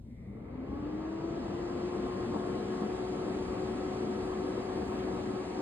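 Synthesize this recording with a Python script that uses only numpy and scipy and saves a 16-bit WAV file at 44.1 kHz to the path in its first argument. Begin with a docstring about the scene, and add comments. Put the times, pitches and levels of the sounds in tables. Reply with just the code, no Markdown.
"""Two small cooling fans spin up in the plastic case of a charging battery unit, close to the microphone.
Their blade tones glide upward and settle at almost the same pitch, the air rushes ever louder and
brighter through the vents, and the motors whirr faintly. The place is a quiet room with mains hum;
a low rumble and a few soft bumps come as from handling. The stereo microphone is in front of the case."""
import sys
import numpy as np
from scipy import signal
from scipy.fft import rfft, irfft, next_fast_len
from scipy.io import wavfile
from scipy.ndimage import uniform_filter1d, map_coordinates

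SR = 44100
rng = np.random.default_rng(int(sys.argv[2]) if len(sys.argv) > 2 else 0)


def dump_mix(stems):
    """Bounce the given channels to the path in sys.argv[1] as a 16-bit WAV at rate SR."""
    frames = np.atleast_2d(stems).T  # one column per channel
    limited = np.clip(frames, -1, 1)  # hard clip at full scale
    pcm = np.round(limited * 32767).astype(np.int16)
    wavfile.write(sys.argv[1], SR, pcm)


N = 247401

# the fans: final blade-passing f/Hz, start t/s, spin-up time constant/s, base level/dB of tones 1 to 4
ROTORS = [(372.46, -.136, .6125, -40.2, -54.4, -70, -82), (362.38, -.135, .619, -51.5, -58.3, -55.8, -73.5)]
# blade tones 1 to 4: exponent of speed in the amplitude
BLADE_GROWTH = [2, 1.7, 1.9, 0.84]
# blade tones 1 to 4: factor on the lift from the case
BLADE_FLARE = [1.5, 0.73, .6, 1.1]
# swell and sag of blade tone 1: t/s, level/dB
FUNDAMENTAL_SWAY = [(.45, -1), (.6, 1.5), (.71, -2), (.82, -1), (.9, 0), (1.05, 1.5), (1.19, 1.5),
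                    (1.29, 4), (1.42, -3.5), (1.6, 2), (2.1, 0.9), (2.7, 0.5), (5.6, -.5)]
# the same for tone 2: t/s, level/dB
SECOND_TONE_SWAY = [(.85, -7), (1.25, 6), (1.4, 2), (1.55, -3), (1.85, -6), (2.1, -3.5), (2.6, 0.5),
                    (5.6, 1)]
# the same for tones 3 and 4: t/s, level/dB
HIGH_TONE_SWAY = [(.6, -4), (.77, 6.5), (.95, -2.5), (1.3, -0.5), (1.75, -2), (2.05, 1.5), (2.4, 4),
                  (3, -7)]
# resonances and notches of case and vents: f/Hz, width/Hz, lift/dB
CASE_MODES = [(257.3, 6.9, 3.5), (300.5, 16.1, 4.5), (469, 79, 3), (711, 41.5, 6.5), (823, 22.7, 7.5),
              (920, 39, 7.5), (1119, 80, 11.5), (1292, 58.6, 8.5), (1677, 39, 4), (2420, 42, -0.5),
              (2900, 60, -0.5), (3530, 70, -1), (4600, 280, 4.5), (7100, 73, 2), (7850, 120, -2),
              (8300, 110, 2), (10400, 270, 2)]
# spectrum of the rush at full speed, before the case: f/Hz, relative level/dB
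RUSH_SPECTRUM = [(22, -34), (32, -28), (48, -15.5), (150, -6), (300, 0), (550, -9), (1200, -23.5),
                 (1500, -20), (2400, -24), (4900, -33.5), (7000, -36.5), (10000, -45), (11700, -60.5),
                 (13000, -57.5), (15000, -60.5)]
# growth of the rush: f/Hz, exponent of air flow in the amplitude
RUSH_GROWTH = [(60, 0.72), (200, 1.76), (450, 1.8), (800, 2.34), (1200, 2.4), (1600, 3), (2500, 3.3),
               (5500, 4.9), (9000, 7.3), (13000, 21)]
# swells of the hollow drone: t/s, peak level/dB
DRONE_SWELLS = [(1.61, -45.5), (1.98, -43), (2.35, -39.5), (2.53, -41.5), (2.69, -41), (2.835, -36),
                (5.04, -41)]
# hoots as the rotors get going: t/s, f/Hz, peak level/dB
START_HOOTS = [(.12, 236.3, -48.5), (0.3, 198, -42)]
# spectrum of the motor whirr: f/Hz, relative level/dB
MOTOR_SPECTRUM = [(900, -21.5), (1200, -9), (1550, -12.5), (2080, 10.5), (2350, 2.5), (2700, -15),
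                  (3300, -23), (3700, -9.5), (4600, -24.5), (8000, -44)]
# motor tones that climb with speed: final f/Hz, final level/dB
MOTOR_TONES = [(1270, -68.5), (2129, -75), (2341, -79.5)]
# thin tones of steady pitch: f/Hz, final level/dB
STEADY_WHINES = [(1658, -76.5), (3365, -81), (3928, -86), (7101, -91)]
# short, soft, dull bumps: t/s, half width/s, peak level/dB
BUMPS = [(2.344, .007, -34.5), (2.364, .006, -33.5), (2.828, .009, -39)]
# spectrum of a bump, before the case: f/Hz, relative level/dB
BUMP_SPECTRUM = [(80, -22), (170, -2.5), (330, 5.5), (550, -4), (950, -10.5), (1300, -22.5), (3000, -37),
                 (10000, -61)]
# low background rumble: f/Hz, relative level/dB
RUMBLE_SPECTRUM = [(20, -37.5), (30, -22), (42, -1.5), (56, -1.5), (95, 0.5), (150, -7), (210, -2.5),
                   (330, -14.5), (520, -22), (1100, -38.5), (1600, -46.5), (4000, -46.5), (13000, -58.5)]
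# the rumble swells and sags, as from handling: t/s, level/dB
RUMBLE_SWELLS = [(.3, 0.5), (.6, -1.5), (.77, 5.5), (1.15, -2), (1.5, 4.5), (1.9, -1), (2.2, 4.5),
                 (2.4, -4.5), (3.2, -1), (3.45, 4), (3.65, 0.5), (4, 2), (5.3, 0.5), (5.6, -9.5)]
# mains hum: f/Hz, level/dB
MAINS_HUM = [(60, -58.5), (120, -57.5)]
# likeness of the noise in the left and right channels: f/Hz, coherence
CHANNEL_COHERENCE = [(60, 0.94), (300, 1), (550, 0.58), (750, .7), (950, 0.41), (1150, 0.66), (1500, 0.11),
                     (2300, 0.35), (3500, 0.25), (4800, 0.81), (5400, 1), (6000, 1), (7000, .8), (8500, 1),
                     (10200, 0.92), (11700, 1), (14000, .8)]
# lead of the left channel over the right: f/Hz, phase/rad
CHANNEL_PHASE = [(60, -0.17), (300, 0.59), (620, -1.2), (1300, -0.85), (1900, 0.8), (2700, 3.9), (3200, 4),
                 (3950, 2.5), (4600, 2.5), (5700, 3), (8500, 6.5), (11700, 8), (14500, 12.6)]
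# left channel minus right: f/Hz, level/dB
CHANNEL_BALANCE = [(60, 3.5), (280, 1), (400, 4), (500, 6.5), (580, 7), (670, 2), (820, 2.5), (930, 2.5),
                   (1020, 4), (1130, 3), (1230, 1.5), (1350, 1), (1700, -3), (2500, 0.5), (3500, 0.6),
                   (4400, -2), (5500, 0)]


def blades(flutter_db=0.84, overtone_flutter_db=1.5, waver=0.00028):
    """Close up, each blade passing a strut pushes the air; the tones flare in the case and beat."""
    t = np.arange(N) / SR
    sway_tables = (FUNDAMENTAL_SWAY, SECOND_TONE_SWAY, HIGH_TONE_SWAY, HIGH_TONE_SWAY)
    sways = [np.interp(t, *np.transpose(rows)) for rows in sway_tables]
    grid_hz = np.arange(2000)
    case_db = case_lift(grid_hz)
    out = np.zeros(N)
    for full_hz, start, lag, *levels in ROTORS:
        spin = speed(t, start, lag)
        hz = full_hz * spin * (1 + waver * wobble(13))
        for k, (db, growth, flare, sway) in enumerate(zip(levels, BLADE_GROWTH, BLADE_FLARE, sways), 1):
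            lift = flare * (np.interp(k * hz, grid_hz, case_db) - case_lift(k * full_hz))
            flutter = flutter_db * wobble(22.05) if k == 1 else overtone_flutter_db * wobble(14)
            out += spin ** growth * tone(k * hz, db + lift + sway + flutter)
    return out


def speed(t, start, lag):
    """Share of full speed: a rotor closes in on it exponentially."""
    return 1 - np.exp(-np.maximum(t - start, 1e-3) / lag)


def case_lift(hz):
    """The lift in dB that case and vents give to each frequency."""
    return sum(lift * bell(hz, centre, width) for centre, width, lift in CASE_MODES)


def rush(db=-37.5, patchy_db=1.0, start_s=0.035, lag_s=0.55):
    """Turbulent air at the vents, coloured by the case; treble grows with flow far faster than bass."""
    ripple = standing_waves()
    air = stereo_noise(lambda hz: along(RUSH_SPECTRUM, hz) + case_lift(hz) + along(ripple, hz))
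    hz, t, spectra = signal.stft(air, SR, nperseg=1024)
    eddies = uniform_filter1d(rng.standard_normal(spectra.shape[1:]), size=14, axis=0)  # across pitch
    eddies = unit(uniform_filter1d(eddies, size=6, axis=1))  # and across time
    flow = speed(t, start_s, lag_s)  # the stream gets going just after the rotors
    gain = flow ** along(RUSH_GROWTH, hz)[:, None] * amp(patchy_db * eddies)
    return amp(db) * signal.istft(spectra * gain, SR, nperseg=1024)[1][:, :N]


def standing_waves(depth_db=1.2, spacing_hz=28, above_hz=1100):
    """Reflections leave fine, steady peaks and dips in the upper rush: f/Hz, level/dB."""
    hz = np.arange(1000) * spacing_hz
    return np.transpose([hz, depth_db * rng.standard_normal(len(hz)) * (hz > above_hz)])


def drone(db=-46.0, centre_hz=206, width_hz=14, growth=1.5, waver_db=2, swell_half_s=0.027):
    """Air stirs the lowest resonance of the case: it grows with fan speed, wavers and at times swells."""
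    t = np.arange(N) / SR
    white = rng.standard_normal(N)
    band = unit(filtered(white, lambda hz: np.exp(-(.5 * (hz - centre_hz) / width_hz) ** 2)))
    ring = unit(band / (np.abs(signal.hilbert(band)) + 0.82))  # halfway between noise and a tone
    swells = sum(bell(t, at, swell_half_s) * tone(centre_hz, level) for at, level in DRONE_SWELLS)
    spin = speed(t, *ROTORS[0][1:3])
    return ring * spin ** growth * amp(db + waver_db * wobble(16)) + swells


def hoots(half_s=0.029, rise_hz_per_s=330):
    """Short rising hoots at set times: a blade tone sweeping through the lowest resonance."""
    t = np.arange(N) / SR
    return sum(bell(t, at, half_s) * tone(hz + rise_hz_per_s * (t - at), db)
               for at, hz, db in START_HOOTS)


def whistle(db=-60, hz=870, start_s=1.9, rise_s=0.66, creep_hz_per_s=18, flutter_db=2):
    """A faint whistle fades in late and creeps upward."""
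    age = np.arange(N) / SR - start_s
    fade_in = np.clip(age / rise_s, 0, 1)
    return fade_in * tone(hz + creep_hz_per_s * age, db + flutter_db * wobble(7.1))


def whines(flutter_db=2):
    """Thin tones come up inside the rush: some hold their pitch, the motor tones climb with speed."""
    spin = speed(np.arange(N) / SR, *ROTORS[0][1:3])
    steady = sum(tone(hz, db + flutter_db * wobble(1.2)) for hz, db in STEADY_WHINES)
    climbing = sum(tone(hz * spin, db + flutter_db * wobble(5.5)) for hz, db in MOTOR_TONES)
    return steady * spin ** 5 + climbing * spin ** 2


def motors(strain_db=-67.5, ease_db=12.5, ease_from_s=0.67, release_s=0.67):
    """A thin whirr inside the case: it holds while the motors strain and eases near full speed."""
    t = np.arange(N) / SR
    attack = speed(t, start=0.032, lag=0.13)
    eased = np.clip((t - ease_from_s) / release_s, 0, 1)
    return attack * amp(strain_db - ease_db * eased) * stereo_noise(lambda hz: along(MOTOR_SPECTRUM, hz))


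def bumps():
    """Short, soft, dull bumps, as from handling, coloured by the case."""
    t = np.arange(N) / SR
    envelope = sum(amp(db) * bell(t, at, width) for at, width, db in BUMPS)
    return envelope * stereo_noise(lambda hz: along(BUMP_SPECTRUM, hz) + case_lift(hz))


def hiss(db=-80, at_s=4.93, half_s=.09, centre_hz=14000, width_hz=1050):
    """A faint, very high hiss swells and fades once."""
    band = unit(filtered(rng.standard_normal((2, N)), lambda hz: bell(hz, centre_hz, width_hz)))
    return amp(db) * bell(np.arange(N) / SR, at_s, half_s) * band


def background(db=-50.0):
    """A low rumble swells and sags, as from handling, over the mains hum of the room."""
    rumble_db = db + np.interp(np.arange(N) / SR, *np.transpose(RUMBLE_SWELLS))
    rumble = amp(rumble_db) * stereo_noise(lambda hz: along(RUMBLE_SPECTRUM, hz))
    return rumble + sum(tone(hz, level) for hz, level in MAINS_HUM)


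def stereo_image(hz):
    """Level and phase of the left and right channels; they are nearly opposite around 5.7 kHz."""
    lead = np.interp(hz, *np.transpose(CHANNEL_PHASE))
    left = amp(along(CHANNEL_BALANCE, hz) / 2) * np.exp(.5j * lead)
    return np.array([left, 1 / left])


def stereo_noise(colour):
    """Noise of rms 1 with a dB colour, its left and right channels partly unrelated."""
    def response(hz):
        spread = np.arccos(np.clip(along(CHANNEL_COHERENCE, hz), 0, 1)) / 2
        return amp(colour(hz)) * [np.cos(spread), np.sin(spread)]
    mid, side = filtered(rng.standard_normal((2, N)), response)
    return unit(np.array([mid + side, mid - side]))


def tone(hz, db):
    """A sine whose pitch and rms level may move."""
    cycles = np.cumsum(hz + np.zeros(N)) / SR + rng.random()
    return np.sqrt(2) * amp(db) * np.sin(2 * np.pi * cycles)


def wobble(rate):
    """A smooth random curve, rate knots a second."""
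    knots = rng.standard_normal(int(N * rate / SR) + 4)
    return map_coordinates(knots, [np.arange(N) * rate / SR])


def filtered(x, response):
    """x through a complex frequency response."""
    size = next_fast_len(N + SR // 4)
    return irfft(rfft(x, size) * response(np.fft.rfftfreq(size, 1 / SR)), size)[..., :N]


def along(points, hz):
    """Rows of f/Hz, value, read on a log frequency axis."""
    freqs, values = np.transpose(points)
    return np.interp(np.log(hz + 1), np.log(freqs + 1), values)


def bell(x, centre, width):
    """A Gaussian hump of height 1."""
    return np.exp(-.5 * ((x - centre) / width) ** 2)


def amp(db):
    """Decibels to gain."""
    return 10 ** (np.asarray(db) / 20)


def unit(x):
    """Scaled to rms 1."""
    return x / np.sqrt(np.mean(x ** 2) + 1e-20)


def scene():
    """The fans close to the microphone and the background beneath them, in one stereo image."""
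    close = blades() + hoots() + rush() + bumps() + drone() + whistle() + whines() + motors()
    return filtered(close + background() + hiss(), stereo_image)


def record(dry, top_hz=15000):
    """Nothing is kept above the band limit."""
    return filtered(dry, lambda hz: hz < top_hz)


dry = scene()
out = record(dry)
dump_mix(out)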